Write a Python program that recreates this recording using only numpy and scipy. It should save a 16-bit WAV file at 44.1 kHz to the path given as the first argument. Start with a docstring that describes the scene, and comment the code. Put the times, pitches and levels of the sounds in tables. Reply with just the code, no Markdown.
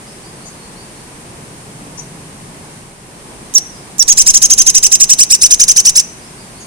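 """In a garden, a caged sunbird gives a few soft ticks, two sharp chips and a fast trill of arched notes.
Its voice is a sweeping harmonic tone filtered by the throat, so close that it overloads the microphone;
nearby surfaces echo it, and its wings flutter during the trill. Another bird whistles faintly far off.
Underneath lies a bed of hiss and distant traffic, with one engine passing."""
import sys
import numpy as np
from scipy import signal
from scipy.fft import rfft, irfft, next_fast_len
from scipy.io import wavfile
from scipy.ndimage import uniform_filter1d

SR = 44100
rng = np.random.default_rng(int(sys.argv[2]) if len(sys.argv) > 2 else 0)


def generate_wav(signal):
    """Clip the signal to [-1, 1] and save it as 16-bit WAV at the path in sys.argv[1]."""
    frames = np.transpose(np.atleast_2d(signal))
    scaled = np.clip(frames, -1, 1) * 32767
    pcm = np.round(scaled).astype(np.int16)
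    wavfile.write(sys.argv[1], SR, pcm)


N = 293706
TIME = np.arange(N) / SR


def from_db(db):
    """Decibels to gain."""
    return 10 ** (np.asarray(db) / 20)


def unit_rms(x):
    """Scale to unit power."""
    return x / np.sqrt(np.mean(x ** 2) + 1e-20)


def along(rows, at):
    """Read a table's other columns as automation curves over its first."""
    first, *columns = np.transpose(rows)
    return [np.interp(at, first, column) for column in columns]


def at_hz(points, hz):
    """Read a curve on a log-frequency axis."""
    f, value = np.transpose(points)
    return np.interp(np.log(np.maximum(hz, 1)), np.log(f), value)


def equalise(x, curve):
    """Shape a sound by an EQ curve of f/Hz, gain/dB."""
    size = next_fast_len(2 * x.shape[-1])
    hz = np.arange(size // 2 + 1) * SR / size
    return irfft(rfft(x, size) * from_db(at_hz(curve, hz)), size)[..., :x.shape[-1]]


def drift(size, rate):
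    """Random modulation that glides to a new value rate times a second."""
    steps = np.arange(size) * rate / SR
    count = int(steps[-1]) + 2
    return np.interp(steps, np.arange(count), rng.standard_normal(count))


def add(out, start, sound):
    """Mix a sound in at a time in seconds."""
    i = int(start * SR)
    out[i:i + len(sound)] += sound[:max(N - i, 0)]


# stereo image of the noise beds: f/Hz, left-right correlation
CORRELATION = [(30, 0.61), (150, 0.96), (300, 0.86), (600, 0.55), (1200, -0.22), (2500, 0.05),
               (5000, -0.12), (10000, 0.027)]
def stereo_noise(spectrum):
    """Coloured noise, narrow in the bass and wide in the treble."""
    size = next_fast_len(N)
    hz = np.arange(size // 2 + 1) * SR / size
    mid, side = rfft(rng.standard_normal((2, size))) * from_db(at_hz(spectrum, hz))
    alike = np.clip(at_hz(CORRELATION, hz), -1, 1)
    left_right = np.sqrt(1 + alike) * mid + np.sqrt(1 - alike) * side * [[1], [-1]]
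    return unit_rms(irfft(left_right, size)[:, :N])


# tone of the traffic and of the garden air: f/Hz, relative level/dB
TRAFFIC_EQ = [(12, -42), (20, -7), (76, -8.5), (157, -2), (238, -5.5), (275, -8), (312, -7), (409, -7.5),
              (526, -12), (742, -12), (1050, -12), (1300, -18), (1500, -35), (1950, -49), (3300, -120)]
AIR_EQ = [(880, -10.5), (1500, -1), (1730, -1.5), (2200, -2), (3520, -7), (4480, -6.5), (6370, -5.5),
          (6930, -7), (9130, 0), (10000, -4.5), (11100, -14.5), (14400, -23.5), (22000, -120)]
# fader rides on the bed: t/s, rumble level/dB, hiss level/dB (both before trim)
BED_FADERS = [(0, -37.5, -42.5), (2.75, -37, -42.5), (2.97, -41.5, -46), (3.28, -37, -42.5),
              (6.66, -38, -42)]
def traffic_and_air(rumble_trim_db=1.0, hiss_trim_db=4.5, waver_db=0.47):
    """Distant traffic wavers under an airy hiss; both dip briefly near 3 s."""
    rumble_db, hiss_db = along(BED_FADERS, TIME)
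    rumble = from_db(rumble_trim_db + rumble_db + waver_db * drift(N, 8)) * stereo_noise(TRAFFIC_EQ)
    return rumble + from_db(hiss_trim_db + hiss_db) * stereo_noise(AIR_EQ)


def whistle(length, from_hz, to_hz, level_db, waver=0.015):
    """A thin, unsteady whistle that glides and levels off."""
    size = int(length * SR)
    glide = np.sin(np.linspace(0, np.pi / 2, size))
    pitch = (from_hz + (to_hz - from_hz) * glide) * (1 + waver * drift(size, 498))
    return from_db(level_db) * np.sin(2 * np.pi * np.cumsum(pitch) / SR) * signal.windows.tukey(size, .4)


# rising whistles: t/s after the cue, length/s, start f/Hz, end f/Hz, relative level/dB
UPSLURS = [(0, 0.086, 4500, 5410, -50), (0.182, .042, 4350, 4910, -47), (0.351, .086, 4100, 4830, -50),
           (.533, 0.083, 4100, 4610, -51.5), (0.7, 0.064, 4060, 4730, -48.5), (0.91, .06, 4150, 4650, -53)]
# cues for the rising whistles: t/s
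UPSLUR_CUES = [.047, 6.195]
# falling whistle: length/s, start f/Hz, end f/Hz, relative level/dB
DOWNSLUR = (.1, 5200, 5000, -49)
def far_bird(downslur_s=3.7):
    """Faint rising whistles are heard at the start and near the end, one falling after the first chip."""
    out = np.zeros(N)
    for cue in UPSLUR_CUES:
        for after_s, *note in UPSLURS:
            add(out, cue + after_s, whistle(*note))
    add(out, downslur_s, whistle(*DOWNSLUR))
    return out


# tone of the reverb: f/Hz, gain/dB
REVERB_EQ = [(3000, 5), (5000, -2.5), (5600, 1), (6100, 5), (6900, -1), (10000, -2), (13000, 6)]
def garden_reverb(x, t60, build_s=0.0046, treble_hz=7500, treble_t60=.25):
    """Leaves and walls scatter a wide, diffuse tail; its treble has its own decay time."""
    t = np.arange(int(.8 * SR)) / SR
    noise = rng.standard_normal((2, len(t))) * (1 - np.exp(-t / build_s))
    low = signal.sosfiltfilt(signal.butter(4, treble_hz, fs=SR, output="sos"), noise)
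    tail = low * from_db(-60 * t / t60) + (noise - low) * from_db(-60 * t / treble_t60)
    tail /= np.sqrt((tail ** 2).sum(axis=1, keepdims=True))
    return signal.fftconvolve(x[None], equalise(tail, REVERB_EQ), axes=1)[:, :N]


# turbulence in the syrinx, and resonance of the throat and open beak: f/Hz, gain/dB
TURBULENCE_EQ = [(2000, -12), (3600, 5), (5000, -4), (12000, 3)]
THROAT_EQ = [(1200, -35), (1900, -22), (2800, -21.5), (3250, -22.5), (3700, -12.5), (4400, -16.5),
             (5200, -5.5), (6100, -1.5), (6700, -2), (7500, -3.5), (8300, -3.5), (9300, -1), (10400, -5.5),
             (11500, -16.5), (16000, -19)]
def breath(size):
    """Turbulent air coloured by the throat."""
    turbulence = equalise(rng.standard_normal(size), TURBULENCE_EQ)
    return unit_rms(equalise(turbulence, THROAT_EQ))


# raw tone of the syrinx: harmonic number, relative level/dB
PARTIALS = [(1, 1.5), (2, 2), (3, 2.5), (4, -2.5), (5, -7), (6, -3), (7, -19)]
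def syrinx(pitch, level_db, pure_db=-28, rasp_db=-11, air_db=-33):
    """Harmonics sweep through the throat: raspy when the membrane is slack, nearly pure when taut."""
    slack_hz, taut_hz, taut_knee_hz = 1800, 2810, 65
    throat_hz, throat_width_hz = 6420, 2890
    size = len(pitch)
    slack = 1 / (1 + (pitch / slack_hz) ** 10)
    taut = 1 / (1 + np.exp(np.clip((taut_hz - pitch) / taut_knee_hz, -20, 20)))
    jitter = (0.0025 + 0.054 * slack) * drift(size, 1504)
    phase = 2 * np.pi * np.cumsum(pitch * (1 + jitter)) / SR
    tone = np.zeros(size)
    for k, partial_db in PARTIALS:
        # a taut note loses the harmonics above the throat band
        off_band = np.clip((k * pitch - throat_hz) / throat_width_hz, -.3, 1) ** 2
        gain_db = partial_db + at_hz(THROAT_EQ, k * pitch) + pure_db * taut * off_band
        tone += from_db(gain_db) * np.sin(k * phase) * (k * pitch < SR / 2)
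    air = (from_db(rasp_db) * slack + from_db(air_db)) * breath(size)
    return from_db(level_db) * (tone + air)


# soft ticks: t/s, length/s, f/Hz, relative level/dB
TICK_CUES = [(0.452, 0.046, 6700, -34), (1.974, 0.019, 5900, -27.5), (1.987, 0.019, 6180, -24.5),
             (6.596, 0.051, 6620, -36)]
def ticks(waver=0.08):
    """Tiny notes from the syrinx, made scratchy by an unsteady pitch."""
    out = np.zeros(N)
    for start, length, pitch_hz, level_db in TICK_CUES:
        size = int(length * SR)
        pitch = pitch_hz * (1 + waver * drift(size, 1740))
        add(out, start, syrinx(pitch, level_db) * signal.windows.tukey(size, .4))
    return out


def delayed(x, ms):
    """A variable delay line in whole samples."""
    return np.interp(np.arange(N) - np.round(ms * SR / 1000), np.arange(N), x)


# panning as the bird moves on its perch: t/s, left lag/ms, left-over-right level/dB
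PERCH_PAN = [(2.0, 0.097, 10), (3.55, .28, -11.5), (4.0, 0.28, -10.5), (4.28, .28, -0.5), (4.65, .29, -3.5),
             (4.95, .26, -6), (5.42, .21, 0.5), (5.6, .19, -1.5)]
# early reflections, a left list and a right list: delay/ms, level/dB
REFLECTIONS = [
    [(1.3, -11.5), (2.9, -20.5), (4.6, -23), (7.1, -18.5), (10.5, -15.5)],
    [(1.0, -5), (2.4, -12.5), (5.2, -24), (7.8, -22), (11.6, -15.5)],
]
def near_paths(voice, sway_ms=.1):
    """Direct sound and near echoes, whose paths shift as the bird moves."""
    lag_ms, pan_db = along(PERCH_PAN, TIME)
    direct = np.array([delayed(voice, lag_ms), voice]) * from_db(pan_db * np.array([[.5], [-.5]]))
    echoes = [sum(from_db(db) * delayed(voice, ms + sway_ms * drift(N, 3)) for ms, db in side)
              for side in REFLECTIONS]
    return direct + np.array(echoes)


# engine revs: t/s, cycle f/Hz
REVS = [(1.1, 23.4), (1.6, 24.6), (2.05, 26.09), (3.1, 25.3)]
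# engine hum: multiple of the cycle rate, relative level/dB
HUM_ORDERS = [(4, -6), (5, -1.5), (6, 2), (7, -4), (8, -8), (10, -11), (11, -6)]
def passing_engine(nearest_s=2.12, fall_6db_s=0.74, level_db=-41, waver_db=2.0):
    """A distant pass-by: low engine orders swell and fade, each wavering on the way."""
    cycle_hz, = along(REVS, TIME)
    phase = 2 * np.pi * np.cumsum(cycle_hz) / SR
    nearness = 1 / (1 + ((TIME - nearest_s) / fall_6db_s) ** 4)
    hum = np.zeros(N)
    for order, order_db in HUM_ORDERS:
        gain = from_db(level_db + order_db + waver_db * drift(N, 3.82))
        hum += gain * np.sin(order * phase + rng.uniform(0, 2 * np.pi))
    return nearness * hum


def click(size=80):
    """The syrinx snaps open."""
    return breath(size) * np.hanning(size)


SLACK_END_HZ = 1474   # chips and trill notes fall towards this pitch
# sharp chips: t/s, hold/s, held f/Hz, relative level/dB
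CHIP_CUES = [(3.549, .0305, 5810, 3.5), (3.993, .0305, 5670, 4)]
def chips(click_db=-18, air_db=-27):
    """A click and a rush of air; the pitch flicks up, holds high, then drops as the membrane lets go."""
    flick_hz, flick_at_s, flick_width_s = 1447, .0015, .0042
    sag_hz_per_s, drop_hz_per_s, drop_s = 5000, 610000, 0.0092
    lead_s, lead_db, attack_s, fade_db = .0105, -27, .002, -20.5
    out = np.zeros(N)
    for start, held_s, held_hz, level_db in CHIP_CUES:
        t = np.arange(-lead_s, held_s + drop_s, 1 / SR)
        release_s = np.maximum(t - held_s, 0)
        flick = flick_hz * np.exp(-((t - flick_at_s) / flick_width_s) ** 2)
        sag = sag_hz_per_s * (t - held_s / 2)
        pitch = np.maximum(held_hz + flick - sag - drop_hz_per_s * release_s, SLACK_END_HZ)
        envelope_db = lead_db * np.clip(.5 - t / attack_s, 0, 1) + fade_db * release_s / drop_s
        air = from_db(air_db) * breath(len(t))
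        note = syrinx(pitch, level_db + envelope_db, pure_db=-12.5)
        add(out, start - lead_s, (note + air) * signal.windows.tukey(len(t), .04))
        add(out, start - lead_s, from_db(click_db) * click())
    return out


# bouts of fluttering: start t/s, peak t/s, end t/s, relative level/dB
WING_BOUTS = [(4.0, 4.273, 5.2, -27.5), (5.42, 5.65, 6.08, -37)]
def wings(beat_db=5.5, pan_db=-6, edge_s=.04, swell_db_per_s=19, fade_db_per_s=23):
    """Wing beats, one to each trill note, push lumpy puffs of air at the microphone."""
    puff_eq = [(5, -7), (11, 20), (30, 12), (70, -9), (150, -35), (500, -48), (2000, -92)]  # f/Hz, gain/dB
    puffs = stereo_noise(puff_eq)
    note_starts = [note[0] for note in TRILL_NOTES]
    beats = np.cos(2 * np.pi * np.interp(TIME, note_starts, np.arange(len(note_starts))))
    effort = np.zeros(N)
    for start, peak, end, level_db in WING_BOUTS:
        below_db = np.maximum(swell_db_per_s * (peak - TIME), fade_db_per_s * (TIME - peak))
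        gate = np.clip(np.minimum(TIME - start, end - TIME) / edge_s, 0, 1)
        effort += from_db(level_db - below_db) * gate
    return puffs * effort * from_db(-beat_db * beats + pan_db * np.array([[.5], [-.5]]))


# pitch breakpoints (start, rise, shoulder, crest, sink, end): share of the note's length
ARCH_POINTS = [0, .25, .45, .65, .82, 1]
def arch(shoulder_hz, crest_hz, stage, start_hz=1299, rise_hz=2402, sink_share=.853):
    """The pitch starts slack, climbs to a rounded crest and ends slack."""
    pitches = np.array([start_hz, rise_hz, shoulder_hz, crest_hz, sink_share * crest_hz, SLACK_END_HZ])
    top = pitches.max()
    return top - np.interp(stage, ARCH_POINTS, np.sqrt(top - pitches)) ** 2


# trill notes: t/s, length/s, shoulder f/Hz, crest f/Hz
TRILL_NOTES = [(4.08, 0.052, 3205, 3365), (4.172, .053, 2690, 3184), (4.263, .049, 2772, 3236),
               (4.338, 0.043, 3027, 3280), (4.418, .046, 3070, 3260), (4.5, 0.042, 3114, 3250),
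               (4.578, 0.048, 3083, 3223), (4.663, 0.044, 3170, 3206), (4.745, .042, 3020, 3173),
               (4.828, .045, 2913, 3100), (4.916, 0.045, 3085, 3170), (5.001, 0.045, 3076, 3204),
               (5.093, .048, 2900, 3126), (5.187, .054, 2698, 3110), (5.302, .055, 2650, 3005),
               (5.414, .056, 2770, 3080), (5.506, .042, 3040, 3240), (5.596, .048, 3033, 3200),
               (5.68, 0.042, 3000, 3180), (5.762, .046, 3013, 3110), (5.851, 0.051, 2836, 3070),
               (5.955, 0.052, 2710, 3060)]
# air pressure envelope of a note: share of its length, relative level/dB
PRESSURE = [(-.1, -25.5), (.02, -8.5), (0.16, 0.5), (.4, 4), (.58, 2.5), (.72, 1), (.82, 1.5), (.95, -6),
            (1.05, -23)]
def trill(smooth_s=.003, trim_db=-0.38, click_db=-23, click_lead_s=0.01):
    """Each note is a tiny opening click, then an arch of pitch on one push of air."""
    out = np.zeros(N)
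    for start, length, shoulder_hz, crest_hz in TRILL_NOTES:
        stage = np.arange(PRESSURE[0][0], PRESSURE[-1][0], 1 / (length * SR))
        pitch = uniform_filter1d(arch(shoulder_hz, crest_hz, stage), int(smooth_s * SR))
        envelope_db, = along(PRESSURE, stage)
        add(out, start + stage[0] * length, syrinx(pitch, trim_db + envelope_db))
        add(out, start - click_lead_s, from_db(click_db) * click())
    return out


def scene(voice_send_db=-24, tick_send_db=-7, far_dry_db=1, far_send_db=7.0):
    """The mix: the sunbird up front, its ticks wetter, the far bird deep in reverb, the bed below."""
    soft_ticks = ticks()
    voice = trill() + chips() + soft_ticks
    sunbird = near_paths(voice) + from_db(voice_send_db) * garden_reverb(voice, t60=.5)
    tick_tail = from_db(tick_send_db) * garden_reverb(soft_ticks, t60=.25)
    whistles = far_bird()
    far = from_db(far_dry_db) * whistles + from_db(far_send_db) * garden_reverb(whistles, t60=.5)
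    return sunbird + tick_tail + far + traffic_and_air() + passing_engine() + wings()


def record(dry, ceiling=0.97, cutoff_hz=17000):
    """Loud notes overload the input: an oversampled hard clip, then a steep low-pass."""
    clipped = np.clip(signal.resample_poly(dry, 4, 1, axis=1), -ceiling, ceiling)
    sound = signal.resample_poly(clipped, 1, 4, axis=1)
    return signal.sosfilt(signal.cheby2(14, 60, cutoff_hz, fs=SR, output="sos"), sound)


dry = scene()
out = record(dry)
generate_wav(out)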